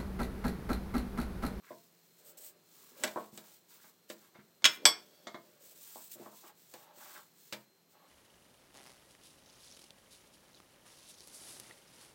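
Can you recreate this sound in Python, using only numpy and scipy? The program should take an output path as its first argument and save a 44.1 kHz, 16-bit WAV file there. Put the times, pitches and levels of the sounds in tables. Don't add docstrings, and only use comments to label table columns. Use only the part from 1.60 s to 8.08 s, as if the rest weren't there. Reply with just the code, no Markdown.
import sys
import numpy as np
from scipy import signal
from scipy.fft import rfft, irfft
from scipy.io import wavfile
from scipy.ndimage import uniform_filter1d

SR = 44100
rng = np.random.default_rng(int(sys.argv[2]) if len(sys.argv) > 2 else 0)


def to_wav(sig):
    pcm = np.clip(np.atleast_2d(sig), -1, 1) * 32767
    pcm = np.round(pcm).astype(np.int16)
    wavfile.write(sys.argv[1], SR, pcm.T)


N = 285768
TIME = np.arange(N) / SR
AGE = np.arange(SR // 2) / SR


def undb(db):
    return 10 ** (np.asarray(db) / 20)


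def unit(x):
    return x / np.sqrt(np.mean(x ** 2))


def attack(x, size=441):
    return x / np.sqrt(np.mean(x[:size] ** 2))


def add(track, s, sound):
    start = int(s * SR)
    track[start:start + len(sound)] += sound[:N - start]


def only(x, part, hz, order):
    return signal.sosfilt(signal.butter(order, hz, part, fs=SR, output="sos"), x)


def noise(spectrum, size=N):
    hz, db = np.transpose(spectrum)
    bins = np.maximum(np.fft.rfftfreq(size, 1 / SR), 1)
    bass_cut = np.minimum(bins / hz[0], 1) ** 2
    shape = undb(np.interp(np.log(bins), np.log(hz), db))
    return unit(irfft(rfft(rng.standard_normal(size)) * bass_cut * shape, size))


def wander(rate):
    points = rng.standard_normal(int(N / SR * rate) + 2)
    return unit(np.interp(TIME * rate, np.arange(len(points)), points))


def clicks(per_s):
    return rng.standard_normal(N) * (rng.random(N) < per_s / SR)


def stroke(length_s, rise, fall):
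    done = np.linspace(0, 1, int(length_s * SR))
    ramp = np.minimum(done / rise, (1 - done) / fall)
    return np.sin(np.pi / 2 * np.clip(ramp, 0, 1))


def fade(t60):
    return np.exp(-np.log(1000) * AGE / t60)


def burst(spectrum, t60):
    return attack(noise(spectrum, size=len(AGE)) * fade(t60))


def ring(notes):
    return attack(sum(rng.choice([-1, 1]) * undb(db) * fade(t60) * np.sin(2 * np.pi * hz * AGE)
                      for hz, db, t60 in notes))


# (pitch [Hz], level [dB])
HUM_TONES = [(170, -82.5), (4140, -83), (12415, -85)]
# (pitch [Hz], level [dB])
ROOM_NOISE = [(25, 1.5), (64, -5), (110, -3), (175, 1.5), (285, -2.5), (405, 1.5), (500, -3.5), (1000, -9),
              (2400, -13), (4200, -14), (5000, -15.5), (8100, -17.5), (10100, -21), (14800, -18.5),
              (16000, -22)]


def kitchen_hum(waver_db=2.0, noise_db=-70):
    hum = np.zeros(N)
    for hz, db in HUM_TONES:
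        gain = undb(db + waver_db * wander(6.7))
        hum += gain * unit(np.sin(2 * np.pi * hz * TIME + .5 * wander(3)))
    return hum + undb(noise_db + 0.47 * wander(1.5)) * noise(ROOM_NOISE)


# (start [s], length [s], level [dB], loose flour compared with the stroke [dB])
FLOUR_STROKES = [(.01, 0.3, -65.5, -20), (0.577, 0.045, -67.5, 3), (0.634, 0.098, -61.5, 7.5),
                 (0.769, 0.032, -56.5, 4), (0.79, 0.13, -56.5, 6.5), (1.07, 0.31, -61.5, -18),
                 (1.339, 0.26, -55.5, -10), (1.523, 0.2, -64, -1), (1.708, 0.13, -59.5, 0),
                 (1.8, 0.21, -60.5, -10), (2.072, .14, -60, -17), (2.191, 0.14, -61.5, -12),
                 (2.482, 0.067, -56.5, -6), (2.526, 0.19, -66, -8), (3.074, 0.11, -54, -9),
                 (3.988, .19, -59.5, 0), (4.138, 0.31, -56, 0.5), (4.335, 0.17, -57, 4.5),
                 (4.487, 0.046, -60.5, 4), (4.507, 0.055, -52, 3.5), (4.555, 0.18, -62, -2),
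                 (4.69, 0.19, -59, -10), (4.836, 0.081, -59, -6), (4.936, 0.2, -65, -8),
                 (5.065, 0.22, -61, -4), (5.328, 0.34, -56, -4.5), (5.72, 0.35, -63, -9),
                 (6.286, 0.073, -70, -4.5)]
# (pitch [Hz], level [dB])
RUBBED_FLOUR = [(400, -28.5), (1500, -6.5), (3500, 0), (6000, 0.5), (8000, 2), (10500, -9.5), (13000, -1.5),
                (15000, 7), (16000, 2)]
# (pitch [Hz], level [dB])
LOOSE_FLOUR = [(5000, -22.5), (8000, 4), (10500, -10.5), (13000, 2), (15000, 0.5), (16000, 3.5)]


def flour(fidget_db=-75, flicker_db=1.33, grain_db=-6, grains_per_s=1000):
    power = undb(fidget_db + 3.5 * wander(4.6)) ** 2
    loose_power = np.zeros(N)
    for s, length_s, db, loose_db in FLOUR_STROKES:
        gain = undb(db) * stroke(length_s, rise=.35, fall=0.47)
        add(power, s, gain ** 2)
        add(loose_power, s, (gain * undb(loose_db)) ** 2)
    grains = unit(only(clicks(grains_per_s), "high", 5000, order=2))
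    rubbed = np.sqrt(power) * (noise(RUBBED_FLOUR) + undb(grain_db) * grains)
    loose = np.sqrt(loose_power) * noise(LOOSE_FLOUR)
    return (rubbed + loose) * undb(flicker_db * wander(260))


# (start [s], length [s], level [dB], highest centre pitch [Hz])
DRAGS_AND_MURMURS = [(0.018, 0.13, -64.5, 1540), (0.549, .46, -70.5, 556), (1.112, 0.35, -73.5, 1270),
                     (1.35, 0.2, -59.5, 640), (1.41, 0.077, -50, 700), (1.521, 0.15, -60, 880),
                     (1.711, 0.24, -69.5, 960), (2.081, .25, -71, 1420), (2.571, .14, -73.5, 1240),
                     (2.737, 0.091, -66, 1560), (3.299, 1, -72.5, 564), (4.2, .27, -73.5, 1170),
                     (4.547, 0.17, -63.5, 735), (4.82, .11, -63, 1000), (5.098, .27, -64.5, 900),
                     (5.338, 0.31, -60.5, 1140), (5.543, 0.062, -56, 1320), (6.319, 0.2, -68, 920)]
# (pitch [Hz], level [dB])
DRAG_NOISE = [(100, -23), (300, -1), (700, -9.5), (1400, 1), (2200, -5), (4000, -6.5), (8000, -24),
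              (16000, -34)]


def drags_and_murmurs(glide_octaves=0.46, width_octaves=.5, rub_db=-5, stick_db=1.8):
    slips = clicks(per_s=700)
    band_hz = np.geomspace(300, 2400, 12)
    bands = [unit(only(slips, "band", [hz * .93, hz * 1.07], order=1)) for hz in band_hz]
    bands = np.array([rng.choice([-1, 1]) * band * undb(stick_db * wander(45)) for band in bands])
    rub = undb(rub_db) * noise(DRAG_NOISE)
    out = np.zeros(N)
    for s, length_s, db, centre_hz in DRAGS_AND_MURMURS:
        speed = stroke(length_s, rise=0.32, fall=0.307)
        patch = int(rng.random() * (N - len(speed))) + np.arange(len(speed))
        octaves_off = np.log2(band_hz / centre_hz)[:, None] + glide_octaves * (1 - speed)
        weights = np.exp(-.5 * (octaves_off / width_octaves) ** 2)
        scrape = np.sum(bands[:, patch] * weights, axis=0)
        add(out, s, undb(db) * speed * (unit(scrape) + rub[patch]))
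    return out


# (pitch [Hz], level [dB], ring time [s])
TABLE_NOTES = [(128, -17, .25), (212, -5, .2), (255, -5, .18), (345, -3, .17), (420, -6, .11),
               (495, -6, .11), (635, -2, .13), (685, 0, .15), (800, -11, .11), (932, -2, .24),
               (1020, -1, .23), (1100, -6, .2), (1184, -5, .16), (1518, -12, .14), (1830, -6, .13)]
# (pitch [Hz], level [dB])
BOARD_NOISE = [(50, -31.5), (100, -19), (200, 4), (400, 2), (900, 2.5), (2000, -3), (6000, -18.5)]


def table_knock(top_hz, spot_db=3):
    notes = [(hz, db + spot_db * rng.standard_normal(), t60) for hz, db, t60 in TABLE_NOTES]
    knock = ring(notes) + undb(3) * burst(BOARD_NOISE, t60=0.046)
    knock = only(knock, "high", 0.13 * top_hz, order=1)
    return attack(only(knock, "low", top_hz, order=5))


# (time [s], level [dB], treble limit [Hz])
THUDS = [(0.106, -45.5, 935), (1.315, -61.5, 493), (1.405, -56.5, 420), (1.5597, -35.5, 1360),
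         (1.572, -34.5, 1530), (1.585, -54.5, 1100), (1.728, -53.5, 453), (2.785, -54.5, 324),
         (4.358, -49.5, 1170), (4.555, -58, 580), (4.595, -49.5, 420), (4.609, -55, 960),
         (4.660, -50.5, 1642), (4.673, -58.5, 897), (4.728, -58.5, 1420), (4.841, -57, 1670),
         (5.373, -62, 602)]


def finger_thuds():
    out = np.zeros(N)
    for s, db, top_hz in THUDS:
        add(out, s, undb(db) * table_knock(top_hz))
    return out


# (time [s], smack [dB], table thud [dB], crisp edge [dB])
SLAPS = [(1.4368, -30, -38.5, -33.5), (1.4763, -44, -56, -60), (1.776, -51, -54.5, -50.5),
         (2.5, -46, -46, -52), (5.1386, -54, -52.5, -54.5), (5.9252, -40, -47, -59),
         (5.9320, -47, -54.5, -51)]
# (pitch [Hz], level [dB])
SMACK = [(300, -42), (900, 0.5), (1700, 6), (4300, 2.5), (7000, -4), (10000, -13), (16000, -10)]
# (pitch [Hz], level [dB])
CRISP = [(2000, -6), (5000, -9), (8000, 11), (10500, -4), (15000, -4)]


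def dough_slaps():
    out = np.zeros(N)
    for s, smack_db, thud_db, crisp_db in SLAPS:
        add(out, s, undb(smack_db) * burst(SMACK, t60=0.073))
        add(out, s, undb(thud_db) * table_knock(top_hz=776))
        add(out, s, undb(crisp_db) * burst(CRISP, t60=0.019))
    return out


# (time [s], level [dB], treble limit [Hz])
LIGHT_TAPS = [(2.242, -62, 2200), (2.751, -57.5, 2400), (3.021, -56.5, 8000), (3.67, -42, 5900),
              (3.7443, -43.5, 2520)]
# (pitch [Hz], level [dB])
TAP_CLACK = [(100, -28.5), (210, -3), (700, -7), (1200, 0.5), (1600, -2), (2100, -1), (2700, -18.5),
             (3500, 0.5), (5400, -10), (6300, -4.5), (7200, -6.5), (16000, -31)]
# (pitch [Hz], level [dB], ring time [s])
PLATE_TAP_NOTES = [(690, -1, .13), (1190, 0, .13), (2150, 0, .16), (3450, -4, .11), (4780, -6, .16),
                   (6300, -6, .13), (8050, -13, .13)]


def light_taps():
    out = np.zeros(N)
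    for s, db, top_hz in LIGHT_TAPS:
        clack = burst(TAP_CLACK, t60=0.099)
        tap = clack + undb(-6) * ring(PLATE_TAP_NOTES) + undb(-3.5) * table_knock(top_hz=950)
        add(out, s, undb(db) * attack(only(tap, "low", top_hz, order=2)))
    return out


def dish_hits(hits, notes, crack, crack_t60, tail_db, tail_t60, click_hz):
    dish = ring(notes)
    tail_hz = np.linspace(300, 10000, 110) * rng.uniform(.98, 1.02, 110)
    crack_hz, crack_db = np.transpose(crack)
    tail = ring([(hz, np.interp(hz, crack_hz, crack_db), tail_t60) for hz in tail_hz])
    click = np.sin(2 * np.pi * click_hz * AGE) * fade(0.0053)
    out = np.zeros(N)
    for s, db, ring_db, click_db in hits:
        clack = burst(crack, crack_t60) + undb(tail_db) * tail
        add(out, s, undb(db) * (clack + undb(ring_db) * dish + undb(click_db) * click))
    return out


# (time [s], crack [dB], ring above crack [dB], click above crack [dB])
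BOWL_HITS = [(3.043, -24, 2.5, -8), (3.0531, -16, -8.5, 2)]
# (pitch [Hz], level [dB], ring time [s])
BOWL_NOTES = [(1457, -7, .17), (1830, -7, .17), (2045, -7, .13), (2322, -1, .14), (2376, -1, .14),
              (2575, -7, .12), (2725, -5, .12), (3026, -6, .12), (3332, 0, .16), (4206, -2, .14),
              (4410, -6, .16), (5327, -1, .18), (6509, 0, .12), (7359, -16, .14), (7908, -16, .13),
              (9055, -16, .13)]
# (pitch [Hz], level [dB])
BOWL_CRACK = [(100, -31), (250, -18.5), (600, -17.5), (1000, -14.5), (1450, -4.5), (2400, -8), (3300, 2),
              (4400, -7), (5400, -7), (5950, -15), (6450, 1), (7000, -12), (9000, -17.5), (10500, -26),
              (15000, -23.5)]


def glass_bowl():
    return dish_hits(BOWL_HITS, BOWL_NOTES, BOWL_CRACK,
                     crack_t60=0.052, tail_db=-14.5, tail_t60=0.086, click_hz=2650)


def table_jolts():
    out = np.zeros(N)
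    add(out, BOWL_HITS[-1][0], undb(-43) * table_knock(top_hz=1201))
    add(out, PLATE_HITS[0][0], undb(-42) * table_knock(top_hz=1000))
    return out


# (time [s], rumble [dB], scrape on the plate's rim [dB])
PIN_ROLL = [(3.17, -63, -85), (3.195, -60.5, -90), (3.25, -48, -66), (3.33, -67.5, -63), (3.45, -75, -72.5),
            (3.58, -84.5, -72.5), (3.68, -70.5, -71), (3.9, -74.5, -83)]


def pin_roll():
    times, rumble_db, rim_db = np.transpose(PIN_ROLL)
    rumble_gain = undb(np.interp(TIME, times, rumble_db))
    rim_gain = undb(np.interp(TIME, times, rim_db))
    moving = uniform_filter1d(1. * (TIME > times[0]) * (TIME < times[-1]), size=800)
    rumble = unit(only(clicks(per_s=1000), "band", [220, 480], order=2))
    rubbing = only(clicks(per_s=4000), "band", [3000, 6000], order=2)
    plate = ring(PLATE_NOTES) + 2 * burst(PLATE_CRACK, t60=0.12)
    rim = unit(signal.fftconvolve(rubbing, plate)[:N])
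    return moving * (rumble_gain * rumble + rim_gain * rim)


# (time [s], crack [dB], ring above crack [dB], click above crack [dB])
PLATE_HITS = [(3.2539, -14.5, -6.5, -3.5), (3.2620, -22, -9, 7.5)]
# (pitch [Hz], level [dB], ring time [s])
PLATE_NOTES = [(1120, -13, .2), (2165, -5, .19), (3283, -7, .14), (3353, -4, .16), (3424, -8, .14),
               (4124, -13, .13), (4483, 0, .2), (4596, -8, .15), (4726, -5, .19), (5093, -13, .15),
               (5425, -6, .18), (5782, -12, .12), (7803, -8, .16), (7880, -6, .16), (9710, -15, .12),
               (11835, -12, .12), (13900, -20, .12)]
# (pitch [Hz], level [dB])
PLATE_CRACK = [(100, -27), (300, -10.5), (800, -5), (1170, -5), (1750, -5), (2170, 1.5), (2900, -9),
               (3350, 10.5), (3850, -12.5), (4500, 5.5), (6200, -3.5), (6900, -16.5), (7900, 5),
               (9300, -16.5), (12000, -16), (16000, -29)]


def china_plate():
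    return dish_hits(PLATE_HITS, PLATE_NOTES, PLATE_CRACK,
                     crack_t60=0.056, tail_db=-12.0, tail_t60=0.135, click_hz=4360)


def room(x, echo_db=-7, low_t60=0.31, high_t60=0.13, split_hz=900, gap_s=0.0018):
    echoes = rng.standard_normal(len(AGE))
    low = only(echoes, "low", split_hz, order=1)
    tail = (low * fade(low_t60) + (echoes - low) * fade(high_t60)) * (AGE > gap_s)
    return x + undb(echo_db) * signal.fftconvolve(x, tail / np.linalg.norm(tail))[:N]


def scene():
    hands = finger_thuds() + dough_slaps()
    knocks = glass_bowl() + china_plate() + table_jolts() + light_taps()
    rubbing = pin_roll() + flour() + drags_and_murmurs()
    return (room(hands + knocks + rubbing) + kitchen_hum())[None]


def record(dry, bass_hz=115, top_hz=16000):
    thin = only(dry, "high", bass_hz, order=3)
    return signal.sosfilt(signal.ellip(10, .2, 80, top_hz, fs=SR, output="sos"), thin)


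dry = scene()
out = record(dry)
to_wav(out)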